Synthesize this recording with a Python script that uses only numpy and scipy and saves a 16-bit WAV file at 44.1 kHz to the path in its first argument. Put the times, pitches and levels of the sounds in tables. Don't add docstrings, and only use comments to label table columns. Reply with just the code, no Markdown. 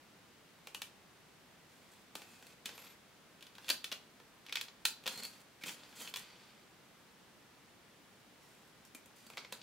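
import sys
import numpy as np
from scipy import signal
from scipy.fft import rfft, irfft, next_fast_len
from scipy.io import wavfile
from scipy.ndimage import uniform_filter1d

SR = 44100
rng = np.random.default_rng(int(sys.argv[2]) if len(sys.argv) > 2 else 0)


def transcribe(signal):
    frames = np.atleast_2d(signal).T
    limited = np.clip(frames, -1, 1)
    pcm = np.round(limited * 32767).astype(np.int16)
    wavfile.write(sys.argv[1], SR, pcm)


N = 424241


def amplitude(db):
    return 10 ** (np.asarray(db) / 20)


def unit_rms(x):
    return x / np.sqrt(np.mean(x ** 2))


def over_log_hz(hz, table, column=1):
    table = np.array(table)
    return np.interp(np.log(hz + 1e-9), np.log(table[:, 0]), table[:, column])


def mix_in(out, start_s, x):
    i = int(start_s * SR)
    out[:, i:i + x.shape[1]] += x[:, :max(N - i, 0)]


def resonate(x, modes, gain_db=0., order=1):
    size = next_fast_len(len(x))
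    f = np.fft.rfftfreq(size, 1 / SR)
    hz, width, db = np.transpose(modes)[:, :, None]
    gain = amplitude(db + np.reshape(gain_db, (-1, 1)))
    response = gain * 1j * f * width / (hz ** 2 - f ** 2 + 1j * f * width)
    return irfft(rfft(x, size) * response.sum(axis=0) ** order, size)[:len(x)]


# frequency_hz, coherence_ratio
COHERENCE = [(25, .96), (60, 0.98), (130, 0.82), (290, 0.66), (1400, 0.6), (3100, 0.44), (6800, 0.17),
             (15000, 0)]
def diffuse_field(size):
    f = np.fft.rfftfreq(size, 1 / SR)
    coherence = np.clip(over_log_hz(f, COHERENCE), 0, 1)
    mid, side = rfft(rng.standard_normal((2, size)))
    mid, side = mid * np.sqrt((1 + coherence) / 2), side * np.sqrt((1 - coherence) / 2)
    return f, np.array([mid + side, mid - side])


# frequency_hz, relative_density_db
HUSH_SPECTRUM = [(20, -25), (177, -3), (340, -6.5), (560, -9.5), (1910, -12.5), (3600, -16), (6180, -21),
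                 (16000, -28)]
def hush(level_db=-62):
    size = next_fast_len(N)
    f, noise = diffuse_field(size)
    coloured = irfft(noise * amplitude(over_log_hz(f, HUSH_SPECTRUM)), size)[:, :N]
    return unit_rms(coloured) * amplitude(level_db)


LEAD_SAMPLES = 128
def tear(decay_s, size=4096):
    t = np.maximum(np.arange(size) - LEAD_SAMPLES, 0) / SR
    fibres = rng.standard_normal(size) * amplitude(3.3 * rng.standard_normal(size))
    envelope = (1 - np.exp(-t / 0.00041)) * np.exp(-(t / decay_s) ** 1.44)
    spectrum = rfft(fibres * envelope)
    smoothed_power = uniform_filter1d(np.abs(spectrum) ** 2, size=48)
    return t, irfft(spectrum / np.sqrt(smoothed_power), size)


# centre_hz, width_hz, gain_db
BLADE_MODES = [(1460, 370, 6.5), (1715, 73, 11.5), (1830, 160, 2.5), (2110, 290, 10), (2520, 290, 0),
               (2900, 130, 5), (3440, 250, -6), (4000, 42, 7), (4160, 134, -3), (4630, 88, 12.5)]
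RADIATION_BAND = [(3074, 5460, -0.5)]
def blades(force, mode_db):
    mode_db = mode_db + np.zeros(len(BLADE_MODES))
    ringing = sum((-1) ** k * resonate(force, [mode], mode_db[k]) for k, mode in enumerate(BLADE_MODES))
    return resonate(ringing + amplitude(-5.5) * force, RADIATION_BAND, order=4)


# centre_hz, width_hz, gain_db
CARD_MODES = [(250, 180, 2.8), (493, 205, 1), (870, 460, 0.62)]
def card(force, mode_db=0.):
    return resonate(force, CARD_MODES, mode_db, order=2)


# centre_hz, width_hz, gain_db
EDGE_BANDS = [(7320, 3900, 1.5), (11550, 10800, -0.5)]
def edge(force):
    return resonate(force, EDGE_BANDS, order=2)


def octaves_from(hz, modes):
    return np.abs(np.log2(np.array(modes)[:, 0] / hz))


# start_s, nominal_peak_db, ring_hz, crack_db, thump_hz, thump_db
SNIP_EVENTS = [(0.671, -37.5, 2620, -5.5, 810, -7.5), (0.7461, -31.5, 2950, -4.5, 880, -11),
               (0.818, -29.5, 3160, -5, 848, -13), (2.153, -33.5, 3660, -3, 520, -4),
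               (2.218, -43.5, 2570, -4, 441, -5), (2.4249, -48, 1340, -5, 503, -3),
               (2.4666, -48.5, 4290, -1.5, 202, -11), (2.6564, -29.5, 3400, -4, 202, -19),
               (2.6908, -39, 1600, -10, 501, -9.5), (2.7782, -43, 2540, -3, 894, -4),
               (3.408, -48.5, 2820, -6, 676, -17), (3.4245, -42.5, 3150, -5.5, 202, -13),
               (3.467, -45.5, 3300, -7, 237, -25), (3.552, -46.5, 3670, -7, 773, -22),
               (3.5823, -42, 1570, -9, 840, -5.5), (3.6443, -45, 3320, -9, 762, -10),
               (3.6822, -31, 2860, -8, 904, -25), (3.6898, -25, 3730, -4, 1100, -18),
               (3.7002, -17, 4150, -5, 487, -17), (3.8424, -27.5, 3450, -7, 498, -21.5),
               (3.9161, -29, 2900, -10.5, 514, -16), (3.9239, -28.5, 3630, -7, 513, -11.5),
               (4.2, -50.5, 1710, -8, 600, -1), (4.4641, -42.5, 3190, -8, 1070, -20),
               (4.4852, -44, 2510, -18, 937, -15), (4.494, -38.5, 2200, -13, 1010, -15),
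               (4.5247, -26.5, 3350, -10, 860, -19.5), (4.5555, -23, 3380, -9, 890, -21.5),
               (4.5695, -27, 2250, -28, 1010, -17), (4.6112, -28, 3650, -5.5, 1000, -18.5),
               (4.6832, -41.5, 3700, -30, 1050, -11.5), (4.8522, -16, 4150, -3.5, 820, -18.5),
               (5.0374, -47, 2630, -5, 546, -7), (5.0586, -33, 2760, -14, 606, -7.5),
               (5.064, -28, 3250, -6.5, 490, -9), (5.0758, -24, 3460, -5.5, 490, -12.5),
               (5.2338, -36.5, 3580, 1, 969, -29), (5.2509, -36.5, 4330, 0.5, 277, -25),
               (5.6361, -31, 2270, -8, 272, -12.5), (5.681, -33, 2500, -13, 972, -21),
               (5.6918, -34, 3030, -13, 904, -28), (5.8339, -47, 3340, -26, 331, -7),
               (5.9264, -49, 1570, -11, 245, -11), (6.074, -35, 2750, -14, 764, -20),
               (6.1389, -30, 3450, -8, 1090, -12), (6.1595, -30, 3280, -5, 1100, -15),
               (6.1701, -36, 3340, 0.5, 1100, -14), (8.9478, -42, 2490, 1, 237, -4.5),
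               (9.0585, -55.5, 2360, 4, 404, -2), (9.2657, -49, 4660, 0, 213, -2),
               (9.3004, -44, 2530, -4, 870, -1.5), (9.3336, -47, 2550, -9, 266, -4),
               (9.371, -33.5, 2140, -10, 1020, -8), (9.3782, -34, 4130, -31, 1060, -5),
               (9.4473, -40.5, 2220, -18, 554, -7.5), (9.524, -33.5, 3880, -2, 580, -5.5),
               (9.6144, -43.5, 5400, -37, 202, -12)]
def snips(crest_db=9.5, ring_db_per_octave=-32.5, ring_floor_db=-18.5, thump_db_per_octave=-6):
    out = np.zeros((2, N))
    onset = slice(LEAD_SAMPLES, 3 * LEAD_SAMPLES)
    for start_s, peak_db, ring_hz, crack_db, thump_hz, thump_db in SNIP_EVENTS:
        decay_ms = 3.2 - 0.78 * np.log2(thump_hz / 600) + 0.05 * (peak_db + 35)
        decay_s = max(decay_ms, .5) / 1000
        t, burst = tear(decay_s)
        mode_db = np.maximum(ring_db_per_octave * octaves_from(ring_hz, BLADE_MODES), ring_floor_db)
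        ring = blades(burst, mode_db)
        thump = card(burst, thump_db_per_octave * octaves_from(thump_hz, CARD_MODES))
        crack = edge(burst * np.exp(-t / (2 * decay_s)))
        parts = (ring, 0.), (thump, thump_db), (crack, crack_db)
        snip = sum(amplitude(db) * x / np.sqrt(np.mean(x[onset] ** 2)) for x, db in parts)
        mix_in(out, start_s - LEAD_SAMPLES / SR, room(amplitude(peak_db - crest_db) * snip))
    return out


# frequency_hz, t60_s, energy_re_direct_db
ROOM_DECAY = [(250, 0.3, -3.5), (700, 0.4, -8), (2000, 0.17, -3), (4000, 0.4, -10.5), (8000, 0.19, 0.5),
              (14000, 0.26, -8)]
def room(x, size=12288):
    f, noise = diffuse_field(size)
    t, response = np.arange(size) / SR, 0
    for hz in 125 * 2. ** np.arange(8):
        band = irfft(noise * np.clip(1 - np.abs(np.log2((f + 1) / hz)), 0, 1) ** .5, size)
        t60_s = over_log_hz(hz, ROOM_DECAY)
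        decay = amplitude(over_log_hz(hz, ROOM_DECAY, column=2) - 60 * t / t60_s)
        energy_norm = np.sqrt(2 * np.log(1000) / (t60_s * SR))
        response = response + band * decay * energy_norm
    response *= np.clip((t - .0015) / 0.0013, 0, 1)
    response[:, 0] = 1
    return signal.fftconvolve(x[None], response, axes=1)


def paper_grain(rate_hz=150):
    hold = int(SR / rate_hz)
    slips = rng.standard_normal(N)
    slip_db = 0.9 * rng.exponential(size=N)
    swell_db = 3 * uniform_filter1d(np.repeat(rng.standard_normal(N // hold + 1), hold), hold)[:N]
    return slips * amplitude(slip_db + swell_db)


def fibre_catches(rate_per_s=41, spread_db=4, decay_ms=2.5):
    hits = (rng.random(N) < rate_per_s / SR) * amplitude(spread_db * rng.exponential(size=N))
    return 1 + signal.lfilter([1], [1, -np.exp(-1000 / (decay_ms * SR))], hits)


# start_s, end_s, start_db, end_db, squeal_hz, squeal_db, hiss_db
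RUB_STROKES = [(1.691, 2.024, -75, -75.5, 3340, -11, -0.5), (2.167, 2.538, -66.5, -69, 2600, -10, -4),
               (2.65, 2.95, -57.5, -66.5, 4500, -22, -8), (2.744, 2.928, -77.5, -86, 11900, 14.5, -8),
               (3.404, 3.473, -75, -66, 3300, -1, -15), (3.544, 3.7, -80, -55.5, 3540, -13, -5.5),
               (4.45, 4.522, -69, -64, 2410, -14, -21), (5.067, 5.209, -57.5, -52.5, 4210, 0, -3.5),
               (5.222, 5.271, -52, -59.5, 4330, 6, -8), (5.267, 5.424, -63.5, -68.5, 3350, -25, -4),
               (5.608, 5.632, -59, -61, 2290, 3.5, -7), (5.657, 5.752, -49, -59.5, 3180, -7, -1),
               (5.741, 5.953, -63, -67.5, 3200, -21, -8), (5.95, 6.017, -62.5, -52, 3200, -12, -0.5),
               (6.01, 6.104, -52.5, -61, 3120, -4, 0), (6.17, 6.653, -57, -76, 3070, -16, -11.5),
               (8.406, 8.705, -80, -87, 5400, 0, 6.5), (8.846, 8.88, -70, -78, 5600, 0, 4),
               (9.155, 9.374, -70, -78, 4760, -12, 1), (9.377, 9.514, -56, -77, 2170, -4, -20),
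               (9.52, 9.634, -57.5, -76, 3740, -9, -26)]
def rubs(fade_s=0.0041):
    out = np.zeros((2, N))
    grain, catch_gain = paper_grain(), fibre_catches()
    for start_s, end_s, start_db, end_db, squeal_hz, squeal_db, hiss_db in RUB_STROKES:
        stroke = slice(int(start_s * SR), min(int(end_s * SR), N))
        t, slips = np.arange(N)[stroke] / SR, grain[stroke]
        ring = blades(slips, mode_db=-6.5)
        signs = np.sign(rng.standard_normal(len(t)))
        hiss = edge(slips * catch_gain[stroke] * signs)
        squeal = resonate(slips, [(squeal_hz, squeal_hz * 0.065, 0)], order=2)
        parts = (ring, 0.), (card(slips), -7.), (hiss, hiss_db), (squeal, squeal_db)
        rub = sum(amplitude(db) * unit_rms(x) for x, db in parts)
        fade = np.clip(np.minimum(t - start_s, end_s - t) / fade_s, 0, 1)
        level = amplitude(np.interp(t, (start_s, end_s), (start_db, end_db)))
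        mix_in(out, start_s, room(fade * level * rub))
    return out


def scene():
    return hush() + snips() + rubs()


def record(dry):
    cutoff_hz = 15750
    return signal.sosfilt(signal.ellip(10, .2, 60, cutoff_hz, fs=SR, output="sos"), dry)


dry = scene()
out = record(dry)
transcribe(out)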